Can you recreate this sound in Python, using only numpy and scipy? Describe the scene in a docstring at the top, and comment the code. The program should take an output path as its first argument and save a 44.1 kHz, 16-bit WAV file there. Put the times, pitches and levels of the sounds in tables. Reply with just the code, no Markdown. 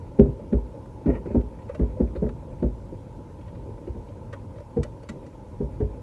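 """Inside a parked car, a phone microphone on the dashboard: people reach for their seatbelts and buckle up.
From the start a dull hum of outside noise (coloured noise) fills the cabin, and bodies rumble and rustle on seats.
Elbows and buckles soon thump trim and seats (damped modes) and set the cabin air booming (two beating modes);
each thump shakes loose hard parts. Then latches and tongues click (noise bursts and ringing modes), and after
a second webbing rubs through its guide (stick-slip pulses through resonances)."""
import sys
import numpy as np
from scipy import signal
from scipy.fft import rfft, irfft, next_fast_len
from scipy.io import wavfile
from scipy.ndimage import uniform_filter1d, map_coordinates

SR = 44100
rng = np.random.default_rng(int(sys.argv[2]) if len(sys.argv) > 2 else 0)


def put_to_file(sound):
    """Save the sound as 16-bit audio at rate SR, in the file named by the first command-line argument."""
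    columns = np.atleast_2d(sound).T  # one column per channel
    safe = np.clip(columns, -1, 1)
    whole_steps = np.round(safe * 32767)
    wavfile.write(sys.argv[1], SR, whole_steps.astype(np.int16))


N = 265482  # length in samples


def amp(db):
    """Amplitude factor of a level in dB."""
    return 10 ** (np.asarray(db) / 20)


def unit(x):
    """x scaled to rms 1."""
    return x / np.sqrt(np.mean(x ** 2) + 1e-20)


def curves(rows):
    """One value per sample for each column after the time; the end values hold outside."""
    s, *cols = np.transpose(rows)
    return [np.interp(np.arange(N) / SR, s, c) for c in cols]


def wobble(rate):
    """A smooth random curve with rate knots a second."""
    knots = rng.standard_normal(int(N * rate / SR) + 4)
    return map_coordinates(knots, [np.arange(N) * rate / SR])


def filtered(x, response):
    """x passed through a complex response of frequency."""
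    m = next_fast_len(N + SR // 2)
    hz = np.fft.rfftfreq(m, 1 / SR)
    return irfft(rfft(x, m) * response(hz), m)[..., :N]


def noise(spectrum):
    """Noise of rms 1 coloured by (f/Hz, level/dB) points on a log frequency axis."""
    f, db = np.transpose(spectrum)

    def colour(hz):
        return amp(np.interp(np.log(hz + 1), np.log(f + 1), db))

    return unit(filtered(rng.standard_normal(N), colour))


def patchy(x, depth_db):
    """Random louder and softer patches in time and frequency, at rms 1."""
    z = signal.stft(x, nperseg=512)[2]
    field = uniform_filter1d(rng.standard_normal(z.shape), size=3, axis=0)
    field = uniform_filter1d(field, size=6, axis=1)
    return unit(signal.istft(z * amp(depth_db * unit(field)), nperseg=512)[1][:N])


def swell(t, rise):
    """Gradual onset of a soft contact, from 0 to 1 in about rise seconds."""
    return 1 - np.exp(-(t / rise) ** 2)


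def ring(modes, t, rise, scatter_db):
    """Damped modes that swell while the contact lasts, at new strengths and phases for each blow."""
    hz, db, t60 = np.transpose(modes)[:, :, None]
    luck = rng.standard_normal((3, len(modes), 1))
    hz = hz * (1 + 0.027 * luck[2])  # a different grip and spot detune the modes a little
    decay = amp(db + scatter_db * luck[0] - 60 * t / t60)
    tones = decay * np.sin(2 * np.pi * hz * t + 2 * luck[1])
    return swell(t, rise) * tones.sum(axis=0)


def add(track, s, sound):
    """Lay a sound into a track at time s."""
    part = track[max(round(s * SR), 0):][:len(sound)]
    part += sound[:len(part)]


# steady outside noise reaching the cabin: f/Hz, level/dB (spectral shape)
HUM_SPECTRUM = [(410, -40.5), (700, -12.5), (779, -15), (857, -1), (899, -2.5), (1040, -8.5), (1070, -18.5),
                (1540, -23), (1730, -28.5), (2300, -28.5), (2790, -31), (4940, -36), (5970, -35.5),
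                (11100, -40.5), (12100, -44.5), (15700, -73), (22000, -120)]
HUM_DB = -54


def outside_hum():
    """A dull, nearly steady hum: coloured noise with slight patches."""
    return amp(HUM_DB) * patchy(noise(HUM_SPECTRUM), depth_db=1.84)


# bodies shifting on the seats: t/s, level/dB (only differences from the mean count)
BODY_MOVEMENT = [(0.0, -39.5), (0.47, -37.5), (0.79, -42), (1.07, -38), (1.27, -39), (1.41, -39),
                 (1.73, -37), (1.96, -34.5), (2.13, -34), (2.31, -36.5), (2.77, -40), (3.03, -42.5),
                 (4.12, -38.5), (4.43, -43), (5.37, -42.5), (5.75, -35.5), (6.02, -40.5)]
# low rumble of shifting bodies: f/Hz, level/dB (spectral shape)
RUMBLE_SPECTRUM = [(15, -42.5), (25, -17), (43, 0), (65, -3), (97, 3), (180, -9.5), (230, -42), (400, -120)]
# mid rustle on the seats: f/Hz, level/dB (spectral shape)
RUSTLE_SPECTRUM = [(94, -27), (160, -3.5), (184, 0.5), (318, -1), (432, -5.5), (529, -0.5), (631, -11),
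                   (720, -21.5), (940, -41.5), (1580, -120)]
# clothes brushing: f/Hz, level/dB (spectral shape)
CLOTH_SPECTRUM = [(900, -42), (1200, 0), (1600, -3), (2500, -1.5), (3300, -30), (4500, -20), (9000, -95.5)]
RUMBLE_DB, RUSTLE_DB, CLOTH_DB = -40.5, -44.5, -73  # at average movement
RUMBLE_GROWS, RUSTLE_GROWS, CLOTH_GROWS = 0.68, 0.61, 0.53  # dB per dB of movement


def bodies_on_seats():
    """Lumpy noises of weight, seat and cloth whose levels follow the movement on the seats."""
    movement_db, = curves(BODY_MOVEMENT)
    movement_db = movement_db - movement_db.mean()
    lumps = wobble(12)  # shared by rumble and rustle
    rumble = unit(amp(0.6 * lumps + 1.3 * wobble(4)) * noise(RUMBLE_SPECTRUM))
    rustle = unit(amp(0.91 * lumps + 2.0 * wobble(30)) * noise(RUSTLE_SPECTRUM))
    cloth = unit(amp(5.6 * wobble(25) + 1.3 * wobble(150)) * noise(CLOTH_SPECTRUM))
    return (amp(RUMBLE_DB + RUMBLE_GROWS * movement_db) * rumble
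            + amp(RUSTLE_DB + RUSTLE_GROWS * movement_db) * rustle
            + amp(CLOTH_DB + CLOTH_GROWS * movement_db) * cloth)


# two air modes of the cabin: f/Hz, level/dB, t60/s
CABIN_AIR = [(54.76, -3, 0.45), (67.8, 0.5, 0.22)]


def cabin_boom(t):
    """Two air modes start in opposition, so their beat swells, cancels and returns."""
    low, high = [amp(db - 60 * t / t60) * np.cos(2 * np.pi * hz * t) for hz, db, t60 in CABIN_AIR]
    return swell(t, 0.015) * (low - high)


# thumps on trim and seats: t/s, blow level/dB, contact/s, hardness/dB (upper trim modes re blow),
# boom/dB and seat/dB (re blow, before fixed offsets), rattle of loose parts/dB,
# low and high note of the struck spot f/Hz (before random detuning)
THUMPS = [(0.192, -7, 0.015, -9.5, -12, -8, -41, 231.4, 414.3),
          (0.255, -25.5, .009, -9.5, -20, 2.5, -67.5, 169, 343),
          (0.528, -15.5, 0.014, -10.5, -5.5, -3, -40.5, 223, 409.6),
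          (1.062, -13.5, 0.015, -10, -9.5, -11, -41.5, 314, 345),
          (1.089, -15, 0.0095, -7.5, -24, -19, -56, 261, 485),
          (1.156, -31, .01, -11, -6, -16.5, -62, 271, 418),
          (1.262, -25, 0.0089, -4, -37, -12, -43, 300, 449),
          (1.307, -29.5, .009, -3.5, -7, -9, -63, 234, 592),
          (1.35, -10.5, 0.011, -11.5, -11.5, -13.5, -41.5, 238, 412),
          (1.796, -13.5, .017, -14.5, -7, -9.5, -44.5, 212, 430),
          (2.003, -14, .012, -11.5, -8.5, -23, -46, 242.4, 377),
          (2.154, -34.5, 0.013, 1, 4, -11, -44, 318, 558),
          (2.224, -13, 0.012, -16.5, -17.5, -15.5, -57, 239, 413),
          (2.627, -14, 0.014, -8.5, -9, -8, -42, 225, 339),
          (2.926, -36, 0.0071, -7.5, -27, -6, -57, 265, 494),
          (3.691, -38, 0.0085, -5, -23, 2, -62, 240, 384), (3.874, -35, 0.01, -1, -0.5, -19, -67, 307, 513),
          (3.95, -34.5, 0.016, -2, -9, -14, -57, 172, 351),
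          (4.769, -16, 0.016, -10.5, -13.5, -5.5, -46.5, 234, 474),
          (5.098, -31, .01, -20, -22, -10, -65, 210, 545), (5.607, -21.5, 0.012, -9, -9, -4, -55, 230, 336),
          (5.806, -17.5, 0.015, -9.5, -8, -5.5, -48, 223, 378)]
# door trim, low modes: f/Hz, level/dB, t60/s
TRIM_LOW = [(173.9, -6, 0.11), (212.7, -9.5, 0.25), (289.7, -6, 0.078)]
# door trim, high modes: f/Hz, level/dB, t60/s
TRIM_HIGH = [(350.7, -3.5, 0.22), (407.5, -2.5, 0.33), (491, -3.5, 0.15), (569, -14.5, 0.14),
             (658, -14.5, 0.12), (770, -15.5, 0.1), (910, -19.5, 0.14)]
# free mode of the door skin: f/Hz, level/dB, t60/s
DOOR_SKIN = (238, -0.065, 0.23)
# seat frame: f/Hz, level/dB, t60/s
SEAT_FRAME = [(98.9, -0.5, 0.15), (137.2, 1, .13)]
# padding giving way: f/Hz, level/dB (spectral shape)
PADDING_SPECTRUM = [(70, -29.5), (130, -3), (250, -1.5), (520, -4), (700, -18), (1000, -33.5),
                    (2500, -47.5), (6000, -90)]
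DOOR_DB, DOOR_GROWS = -3, 0.39  # door skin re blow at a -10.5 dB blow; dB gained per dB of strength
BOOM_LAG_S = 0.0054  # the body panels take a moment to push the air


def thumps():
    """Each soft blow crushes padding and rings trim, door skin and seat; the cabin boom follows late."""
    out, crush = np.zeros(N), np.zeros(N)
    t = np.arange(SR // 2) / SR
    boom = cabin_boom(t)
    for s, db, contact, hard_db, boom_db, seat_db, _, spot_hz, upper_hz in THUMPS:
        damped = 1 / (1 + (t / (3.0 * contact)) ** 4) + 0.54  # the arm resting on the trim smothers it
        # the patch under the blow has its own short notes
        low_modes = TRIM_LOW + [(spot_hz, -2, .08)]
        high_modes = TRIM_HIGH + [(upper_hz, -1.5, .16)]
        trim = ring(low_modes, t, 0.52 * contact, scatter_db=1.5)
        trim += amp(hard_db) * ring(high_modes, t, 0.6 * contact, scatter_db=4.0)
        door_db = DOOR_DB + DOOR_GROWS * (db + 10.5)
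        door = amp(door_db) * ring([DOOR_SKIN], t, 0.51 * contact, scatter_db=1.0)
        add(out, s - .006, amp(db) * (damped * trim + door))
        add(crush, s - .006, amp(db - 8.0 - 60 * t / .22) * swell(t, contact))
        seat = ring(SEAT_FRAME, t, 0.013, scatter_db=4.0)
        add(out, s + BOOM_LAG_S + 0.0056, amp(db + seat_db + 5.5) * seat)
        add(out, s + BOOM_LAG_S, amp(db + boom_db + 8.0) * boom)
    return out + crush * noise(PADDING_SPECTRUM)


# clicks of latches, tongues and plastic: t/s, level/dB, brightness/dB and sparkle/dB (re level),
# housing knock/dB, ping f/Hz (levels before fixed offsets, ping before random detuning)
CLICKS = [(0.3909, -63, -13, -17, -27.5, 1200), (0.7382, -60, -19, -13, -27, 1250),
          (0.855, -50, -23, -15, -50, 1260), (1.4094, -52, -4, -17, -42, 2660),
          (1.5894, -46, -15, -24, -56, 2240), (1.619, -56.5, 2.5, -18, -54, 2570),
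          (1.6916, -37, -14, -24, -18, 1180), (1.7475, -38, -6.5, -12.5, -27, 2630),
          (1.9684, -54, -19, -27, -26.5, 1470), (2.16, -43.5, -6.5, -23, -20, 4100),
          (2.2614, -46, -24, -23, -25, 1280), (2.2896, -44, -9, -17, -37, 2750),
          (3.411, -56, 0.5, -15, -50, 3240), (3.481, -47, -7, -26, -39, 3100),
          (3.5496, -54, -3, -19, -43, 2790), (3.7762, -50.5, -10, -20, -33, 2350),
          (3.87, -50, -3.5, -26, -40, 2980), (4.0831, -53.5, -2.5, -20, -38, 3200),
          (4.3284, -34, -11, -15, -26, 3170), (4.336, -39.5, -13, -27, -34, 1450),
          (4.5585, -52, -4, -17, -37, 1900), (4.58, -46.5, -8, -16, -34, 1240),
          (4.6014, -48, -14, -12, -28, 1380), (4.8315, -35.5, -4, -3.5, -39, 3010),
          (4.8424, -44, -19, -23, -27.5, 1360), (5.03, -46.5, -7.5, -10, -33, 4640),
          (5.09, -33.5, -3, -7, -30, 2060), (5.2618, -47.5, -6, -7.5, -48, 2000)]
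# parts shaken by a thump: brightness/dB and sparkle/dB (re rattle), housing knock/dB (re thump), ping f/Hz
SHAKEN_PARTS = (-13.5, -23.5, -7.5, 2351.5)
# steel tongue, low modes: f/Hz, level/dB, t60/s
TONGUE_LOW = [(1240, -10, 0.15), (1424, -10, 0.11), (1510, -10, 0.046), (1950, -2.5, 0.083)]
# steel tongue, middle modes: f/Hz, level/dB, t60/s
TONGUE_MIDDLE = [(2297, 2.5, .05), (2440, -4.5, 0.058), (2880, -8.5, 0.075), (3730, -2.5, 0.068)]
# steel tongue, high modes: f/Hz, level/dB, t60/s
TONGUE_HIGH = [(4330, -1, 0.057), (4720, -8, 0.05), (5840, -9, 0.02), (7000, -5.5, 0.058), (8300, 2.5, .03)]
# hollow buckle housing: f/Hz, level/dB, t60/s
HOUSING = [(489, 5.5, 0.041), (577, -1.5, 0.084)]
# scuff of a click: f/Hz, level/dB (spectral shape)
SCUFF_SPECTRUM = [(800, -31.5), (1100, 4.5), (1500, 2.5), (2100, -7), (2600, -18), (5000, -88)]
# bright part of a click: f/Hz, level/dB (spectral shape)
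BRIGHT_SPECTRUM = [(1500, -39), (2100, -2), (2600, -3), (3800, -10), (4600, -11.5), (9000, -95)]
# treble of a click: f/Hz, level/dB (spectral shape)
SPARKLE_SPECTRUM = [(2240, -34.5), (3800, -9.5), (5690, 0), (7380, -5.5), (8170, -6), (12000, -18.5),
                    (15600, -53), (22000, -120)]
RATTLE_S = 0.012  # decay time of a click's burst
SHAKE_LEAD_S, SHAKE_LASTS = 0.00297, 1.33  # shaken parts: lead before the thump time; decay in contact times


def hard_contacts():
    """Every click, and the same parts shaken by every thump, as click rows with a rattle time/s added."""
    bright, sparkle, knock, ping = SHAKEN_PARTS
    shaken = [(s - SHAKE_LEAD_S, loose_db, bright, sparkle, db + knock, ping, SHAKE_LASTS * contact)
              for s, db, contact, *_, loose_db, _, _ in THUMPS]
    return shaken + [tuple(row) + (RATTLE_S,) for row in CLICKS]


def clicks():
    """A short grainy rattle of hard parts rings the tongue's modes and knocks the hollow housing."""
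    bursts, rings = np.zeros((3, N)), np.zeros(N)
    t = np.arange(SR // 6) / SR
    bands = TONGUE_LOW, TONGUE_MIDDLE, TONGUE_HIGH
    for s, db, bright_db, sparkle_db, knock_db, ping_hz, rattle in hard_contacts():
        burst = swell(t, 0.0047) * (np.exp(-(t / rattle) ** 2) + 0.14 * np.exp(-t / 0.032))
        levels = db, db + bright_db, db + sparkle_db
        for track, modes, level in zip(bursts, bands, levels):
            add(track, s - .003, amp(level - 7.5) * burst)
            add(rings, s - .002, amp(level - 12.0) * ring(modes, t, 0.0016, scatter_db=2.5))
        # the loose part that was hit rings clearest
        ping_db = db - 7.5 if ping_hz < 2100 else db + bright_db - 6
        add(rings, s + 0.0016, amp(ping_db) * ring([(ping_hz, 0, .07)], t, 0.0041, scatter_db=1.8))
        add(rings, s + 0.0013, amp(knock_db - 2.0) * ring(HOUSING, t, 0.49 * rattle, scatter_db=2.0))
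    grain = unit(amp(2.16 * wobble(250)))  # many small contacts inside one rattle
    scuff = bursts[0] * noise(SCUFF_SPECTRUM)
    bright = bursts[1] * noise(BRIGHT_SPECTRUM)
    sparkle = bursts[2] * noise(SPARKLE_SPECTRUM)
    return rings + grain * (scuff + bright + sparkle)


# slips of webbing through its guide: t/s, level/dB (4.5 dB is taken off), length/s
SLIPS = [(1.074, -42.5, 0.0087), (1.099, -39, 0.013), (1.136, -43.5, 0.017), (1.155, -43.5, 0.013),
         (1.161, -50, 0.023)]
# resonances of the belt guide: f/Hz, width/Hz, level/dB
GUIDE = [(947, 63, 5), (1350, 100, -5), (1860, 130, -4.5), (2410, 410, -12), (2950, 150, -17)]
SQUEAK_HZ = 463  # mean catches of the weave a second


def guide_response(hz):
    """Parallel resonances of the belt guide, with alternating sign."""
    total = 0
    for k, (centre, width, db) in enumerate(GUIDE):
        band = 1j * hz * width / (centre ** 2 - hz ** 2 + 1j * hz * width)
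        total = total + (-1) ** k * amp(db) * band
    return total


def webbing():
    """The belt slips in short strokes whose stick-slip grain excites the resonances of its guide."""
    t = np.arange(N) / SR
    strokes = sum(amp(db - 4.5) * np.exp(-((t - s - length / 2) / length) ** 2) for s, db, length in SLIPS)
    turns = np.cumsum(SQUEAK_HZ * (1 + .03 * wobble(60))) / SR
    # stick and slip over the weave: one uneven pulse per whole turn
    catches = np.diff(np.floor(turns), prepend=0) * amp(2.5 * rng.standard_normal(N))
    hiss = 1.7 * rng.standard_normal(N) * amp(1.8 * wobble(300))
    return strokes * unit(filtered(unit(catches) + hiss, guide_response))


def scene():
    """All sources in the cabin, summed to one channel."""
    cabin = outside_hum() + bodies_on_seats()
    return (cabin + thumps() + clicks() + webbing())[None]


TOP_HZ = 12100  # band limit of the phone


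def record(dry):
    """The phone cuts steeply above its band limit."""
    return filtered(dry, lambda hz: 1 / (1 + (hz / TOP_HZ) ** 60))


dry = scene()
out = record(dry)
put_to_file(out)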